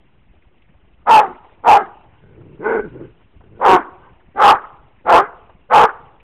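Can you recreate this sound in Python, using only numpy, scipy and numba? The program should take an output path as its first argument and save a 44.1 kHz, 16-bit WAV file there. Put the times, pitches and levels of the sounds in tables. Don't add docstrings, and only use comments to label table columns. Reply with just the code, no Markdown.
import sys
import numpy as np
from scipy import signal
from scipy.fft import rfft, irfft, next_fast_len
from scipy.io import wavfile
from scipy.ndimage import uniform_filter1d, map_coordinates
from numba import njit

SR = 44100
rng = np.random.default_rng(int(sys.argv[2]) if len(sys.argv) > 2 else 0)


def gain_from_decibels(decibels):
    exponent = np.asarray(decibels, float) / 20
    return 10 ** exponent


def dump(signal):
    limited = np.clip(np.atleast_2d(signal).T, -1, 1)
    pcm = np.round(limited * 32767).astype(np.int16)
    wavfile.write(sys.argv[1], SR, pcm)


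N = 274734

# start_s, rise_s, hold_s (after the start), release_db_per_s, peak_db
BARK_EFFORTS = [
    (1.051, .012, 0.15, 200, -7.5),
    (1.625, .016, .15, 311, -8),
    (3.584, 0.028, 0.18, 503.5, -7.5),
    (4.341, 0.035, 0.17, 373.5, -6.5),
    (5.04, 0.023, 0.15, 394, -7.5),
    (5.688, .013, 0.16, 703.5, -8.5),
]
# time_s, pitch_hz, halving (0-1), roughness (0-1)
BARK_FOLDS = [(1.05, 390, .8, .55), (1.095, 440, .6, .45), (1.12, 458, .2, .18), (1.17, 452, .25, .22),
              (1.2, 420, .4, .45), (1.24, 394, .05, .12), (1.28, 375, .1, .2), (1.63, 430, .8, .5),
              (1.7, 448, .55, .42), (1.79, 405, .4, .35), (1.84, 380, .3, .4), (3.6, 400, .6, .5),
              (3.66, 385, .8, .4), (3.7, 370, .85, .14), (3.76, 372, .75, .14), (3.81, 360, .3, .35),
              (4.36, 385, .15, .18), (4.42, 435, .6, .3), (4.445, 408, .8, .25), (4.52, 440, .85, .3),
              (4.57, 400, .3, .35), (5.05, 360, .75, .45), (5.115, 340, .85, .18), (5.175, 338, .85, .2),
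              (5.21, 405, .3, .3), (5.26, 395, .2, .35), (5.7, 500, .9, .3), (5.765, 420, .6, .4),
              (5.83, 480, .4, .35), (5.89, 410, .3, .4)]
# throat_early_hz, throat_late_hz, mouth_early_hz, mouth_late_hz, mouth_db
BARK_TRACTS = [(905, 810, 1120, 1100, -7), (840, 815, 1070, 1280, -8.5), (947, 890, 1170, 1185, -4.5),
               (803, 915, 1320, 900, 1.5), (828, 900, 1190, 1100, 0), (856, 850, 1130, 1090, 1.5)]
# full_hz, empty_hz, half_sunk (share of the bark), level_db
BARK_CHESTS = [(560, 420, .68, -19.5), (540, 280, 0.82, -21.5), (520, 330, .5, -13.5),
               (530, 440, .9, -17.5), (540, 450, 0.32, -13.5), (540, 450, 0.67, -12)]
# centre_hz, width_hz
BARK_FIXED = [(1950, 130), (2800, 520)]
# time_s, level_db, mouth_opening (0-1)
GROWL_EFFORTS = [
    [(2.05, -76.5, .5), (2.17, -70.5, 0.9), (2.31, -54, 0.4), (2.42, -48, 0), (2.54, -48, 0),
     (2.6, -52, 0.62)],
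    [(2.59, -35.5, 0), (2.648, -28.5, 0.83), (2.67, -21.5, 0.69), (2.795, -19, 0.46), (2.825, -36, 0.2),
     (2.87, -38, 0), (2.9, -48.5, 0)],
    [(2.9, -54.5, 0), (2.96, -34, 0.01), (2.988, -48, 0.4), (3.008, -34, 0.05), (3.052, -41.5, .2),
     (3.12, -74, 0.6)],
    [(3.36, -83.5, 0.38), (3.44, -55.5, 0.46), (3.484, -64, 0), (3.534, -50.5, .1), (3.564, -53, .4),
     (3.595, -42.5, .3)],
    [(3.98, -71, .6), (4.014, -62, 0.8), (4.045, -60.5, 1.05), (4.108, -59.5, 0.8), (4.14, -78.5, 0)],
]
# time_s, pitch_hz, halving (0-1), roughness (0-1)
GROWL_FOLDS = [(2.052, 81.94, 0, 0.67), (2.55, 110.1, 0, 0.64), (2.611, 142.9, 0, 0.09),
               (2.656, 217.3, 0.3, .25), (2.71, 235.7, 0.1, 0.4), (2.781, 221, 0.4, .28),
               (2.831, 212.7, 0.6, 0.37), (2.904, 131, 0, 0.38), (3.126, 108.1, 0.5, 0.5),
               (3.332, 60.85, 0.9, 0), (3.5, 104.4, 0.1, 0.31), (3.618, 124, 0.1, 0.08),
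               (4.001, 119.2, .1, 0.41)]
# centre_hz, width_hz
GROWL_FIXED = [(1490, 133), (2050, 290)]
# frequency_hz, t60_s
YARD_DECAY = [(200, 0.17), (500, 0.77), (900, 0.72), (1500, 0.42), (2500, 0.13), (4000, 0.21)]
# delay_s, level_db
WALL_ECHOES = [(0.052, -8), (0.139, -28), (.17, -39), (0.304, -51.5)]
# frequency_hz, gain_db
ECHO_COLOUR = [(150, 6), (300, 3.5), (500, -5), (850, -8), (1100, -0.5), (1500, 6), (2200, 3.5),
               (3500, -6.5)]
# start_s, peak_db, centre_hz
PAW_RUSTLES = [(0.309, -64, 1070), (0.419, -48.5, 2280), (0.619, -47, 2660), (0.683, -58, 700),
               (0.739, -48.5, 527), (0.969, -62, 530), (1.444, -35.5, 800), (2.009, -53, 944),
               (2.407, -40.5, 563), (2.853, -39, 670), (3.405, -43, 721), (4.179, -65.5, 505),
               (5.493, -35.5, 805), (6.199, -42, 2380)]
# frequency_hz, density_db (per hz)
RUMBLE_SPECTRUM = [(12, -34), (20, -6.5), (27, -3.5), (65, -5.5), (300, -23.5), (390, -53), (660, -120)]
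# frequency_hz, density_db (per hz)
HISS_SPECTRUM = [(120, -42.5), (200, -14.5), (356, 2), (400, -2), (511, -5), (686, -3.5), (1350, -7),
                 (2930, -4.5), (4300, -23.5), (5590, -62), (9460, -120)]
# frequency_hz, gain_db
SPEECH_BAND = [(20, -1.5), (200, 5.5), (3300, -5), (3700, -6), (4050, -10), (4300, -60), (4800, -100)]


def barks():
    out = np.zeros(N)
    teeth, palate = BARK_FIXED
    for effort, tract, chest in zip(BARK_EFFORTS, BARK_TRACTS, BARK_CHESTS):
        start_s, rise_s, hold_s, release, peak_db = effort
        throat_early_hz, throat_late_hz, mouth_early_hz, mouth_late_hz, open_db = tract
        full_hz, empty_hz, half_sunk, low_db = chest
        start = round(start_s * SR)
        t = np.arange(round((hold_s + 25.5 / release) * SR)) / SR
        n = len(t)
        late = t / t[-1]

        db = peak_db - 49.5 * np.exp(-t / rise_s) - 14 * (t / hold_s - .6) ** 2
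        db -= release * np.clip(t - hold_s, 0, None)
        below_peak_db = peak_db - db

        throat_hz = throat_early_hz + (throat_late_hz - throat_early_hz) * late
        mouth_hz = mouth_early_hz + (mouth_late_hz - mouth_early_hz) * late
        chest_hz = full_hz + (empty_hz - full_hz) / (1 + np.exp((half_sunk - late) / .08))
        chest_db = low_db + 0.66 * below_peak_db
        mouth_db = open_db - 2.2 * np.clip(5.0 - below_peak_db, 0, None) + 5 * late ** 3

        source = folds(BARK_FOLDS, start, n, jitter=.17, scatter_db=5, breath=1.91)
        windpipe_air = unit(uniform_filter1d(rng.standard_normal(SR)[:n], size=9))
        turbulence = np.clip((db + 30.0) / 9, 0, 1.5) * windpipe_air
        lung_push = formant(rng.standard_normal(SR)[:n], 225.9, 410)

        chest_ring = formant(formant(source + turbulence, chest_hz, 260), chest_hz, 260)
        mouth_ring = formant(source + 0.99 * turbulence, mouth_hz, 470)
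        mouth_ring += gain_from_decibels(-21.5) * formant(source, *teeth)
        voice = formant(source, throat_hz, 340) + gain_from_decibels(chest_db) * chest_ring
        voice += gain_from_decibels(mouth_db) * mouth_ring
        voice += gain_from_decibels(-20.5 + 1.2 * (db + 3.5)) * formant(source, *palate)
        voice += gain_from_decibels(-35.5 + below_peak_db) * lung_push
        drive_db = 1.044 * np.clip(db + 13, 0, None)
        out[start:start + n] += gain_from_decibels(db + drive_db) * fade(n, 0.022) * voice
    return out


def growls():
    out = np.zeros(N)
    teeth, palate = GROWL_FIXED
    fold_s, pitch_hz = np.transpose(GROWL_FOLDS)[:2]
    for rows in GROWL_EFFORTS:
        start, (db, opening) = columns(rows)
        n = len(db)
        throat_hz = 300 + (443 - 300) * opening ** 0.48
        mouth_hz = 781.5 + (1100 - 781.5) * opening ** 3.5
        mouth_db = -16 + (11 + 16) * opening ** 1.7
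        teeth_db = -25.5 + (6.6 + 25.5) * opening ** .8
        chest_db = -3 - 0.72 * (db + 46.5) - 13 * (opening - .3)
        chest_hz = 1.2 * np.interp((start + np.arange(n)) / SR, fold_s, pitch_hz)

        source = folds(GROWL_FOLDS, start, n, jitter=0.2014, scatter_db=6, breath=3.2)
        voice = formant(source, throat_hz, 180) + gain_from_decibels(chest_db) * formant(source, chest_hz, 79)
        voice += gain_from_decibels(mouth_db) * formant(source, mouth_hz, 350)
        voice += gain_from_decibels(teeth_db) * (formant(source, *teeth) + gain_from_decibels(-10) * formant(source, *palate))
        out[start:start + n] += gain_from_decibels(db) * fade(n, 0.017) * voice
    return out


def folds(table, start, n, jitter, scatter_db, breath):
    s, *cols = np.transpose(table)
    t = (start + np.arange(n)) / SR
    pitch_hz, halving, rough = [np.interp(t, s, c) for c in cols]
    cycle = np.cumsum(pitch_hz * (1 + jitter * rough * wobble(SR, 120)[:n])) / SR
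    whole = cycle.astype(int)
    phase = cycle % 1
    size = gain_from_decibels(scatter_db * rough * rng.standard_normal(2000)[whole])
    size = size * (1 - np.clip(halving, 0, 1) * (whole % 2))
    closing = np.exp(-phase * 24)
    pulses = size * (closing - closing.mean())
    air = uniform_filter1d(rng.standard_normal(SR)[:n], size=9)
    air = air * (1.2 + size * np.exp(-phase * 3))
    return unit(pulses) + breath * rough * unit(air)


def formant(x, hz, width_hz):
    centre = hz + np.zeros(len(x))
    once = resonate(x, centre, width_hz, SR)
    return unit(resonate(once, centre, width_hz, SR))


@njit
def resonate(x, hz, width_hz, rate):
    y = np.zeros(len(x))
    r = np.exp(-np.pi * width_hz / rate)
    for i in range(2, len(x)):
        turn = 2 * np.pi * hz[i] / rate
        y[i] = x[i] - x[i - 2] + 2 * r * np.cos(turn) * y[i - 1] - r * r * y[i - 2]
    return y


def columns(rows):
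    s, *cols = np.transpose(rows)
    first, end = round(s[0] * SR), round(s[-1] * SR)
    t = np.arange(first, end) / SR
    return first, [np.interp(t, s, c) for c in cols]


def fade(n, s):
    t = np.arange(n) / SR
    return np.clip(np.minimum(t, t[::-1]) / s, 0, 1)


def yard(x, wet_db, rise_s):
    out, hop = np.zeros(N + 2 * SR), SR // 2
    for start in range(0, N, hop):
        hz, t, z = signal.stft(rng.standard_normal(SR), SR, nperseg=256)
        decay = gain_from_decibels(-60 * t / along(YARD_DECAY, hz)[:, None])
        tail = signal.istft(z * decay, SR, nperseg=256)[1][:SR]
        t = np.arange(len(tail)) / SR
        tail = gain_from_decibels(wet_db) * tail / np.linalg.norm(tail) * (1 - np.exp(-t / rise_s))
        slap = sum(gain_from_decibels(db - 32.5) * np.exp(-((t - s) / 0.004) ** 2) for s, db in WALL_ECHOES)
        response = tail + slap * rng.standard_normal(len(t))
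        wet = signal.fftconvolve(x[start:start + hop], response)
        out[start:start + len(wet)] += wet
    return out[:N]


def rustles():
    out, t = np.zeros(N + SR), np.arange(SR // 10) / SR
    for s, db, hz in PAW_RUSTLES:
        puff = formant(rng.standard_normal(len(t)), hz, 750)
        envelope = t / 0.0055 * np.exp(1 - t / 0.0047)
        out[round(s * SR):][:len(t)] += gain_from_decibels(db - 6.5) * envelope * puff
    return out[:N]


def rumble(wrestling):
    level = gain_from_decibels(-57) + gain_from_decibels(-34.5) * lingering(wrestling, 0.05)
    return level * patchy(RUMBLE_SPECTRUM, patchy_db=3.0, flutter_db=-0.5)


def hiss(dogs):
    level = gain_from_decibels(-67 + 5) + gain_from_decibels(-45) * lingering(dogs, 0.19)
    return level * patchy(HISS_SPECTRUM, patchy_db=2.9, flutter_db=1)


def patchy(spectrum, patchy_db, flutter_db):
    z = signal.stft(rng.standard_normal(N + 512), nperseg=256)[2]
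    field = uniform_filter1d(rng.standard_normal(z.shape), size=4, axis=0)
    field = uniform_filter1d(field, size=6, axis=1)
    noise = signal.istft(z * gain_from_decibels(patchy_db * unit(field)), nperseg=256)[1][:N]
    coloured = filtered(noise, lambda hz: gain_from_decibels(along(spectrum, hz)))
    return unit(gain_from_decibels(flutter_db * wobble(N, 30)) * coloured)


def lingering(x, s):
    keep = np.exp(-1 / (s * SR))
    return signal.lfilter([1 - keep], [1, -keep], np.sqrt(np.abs(x)))


def filtered(x, response):
    m = next_fast_len(len(x) + 8192)
    return irfft(rfft(x, m) * response(np.fft.rfftfreq(m, 1 / SR)), m)[:len(x)]


def along(points, hz):
    f, v = np.transpose(points)
    return np.interp(np.log(hz + 1), np.log(f + 1), v)


def wobble(n, rate):
    knots = rng.standard_normal(int(n * rate / SR) + 4)
    return map_coordinates(knots, [np.arange(n) * rate / SR])


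def unit(x):
    return x / np.sqrt(np.mean(x ** 2) + 1e-20)


def scene():
    barking, wrestling = barks(), growls()
    dogs = barking + wrestling
    echoes = filtered(yard(dogs, wet_db=-23.5, rise_s=0.069), lambda hz: gain_from_decibels(along(ECHO_COLOUR, hz)))
    waver = .00025 * SR * wobble(N, 130)
    echoes = map_coordinates(echoes, [np.arange(N) + waver])
    return (dogs + echoes + rustles() + rumble(wrestling) + hiss(dogs))[None]


def roll_off(x):
    return signal.sosfilt(signal.butter(12, 15760, fs=SR, output="sos"), x)


def record(dry):
    x = 1.758 * np.tanh(dry[0] / 1.65)
    x = filtered(x, lambda hz: gain_from_decibels(along(SPEECH_BAND, hz)))
    x = np.clip(x, -.71, .71)
    mix = x[None] - .002
    return roll_off(mix)


dry = scene()
out = record(dry)
dump(out)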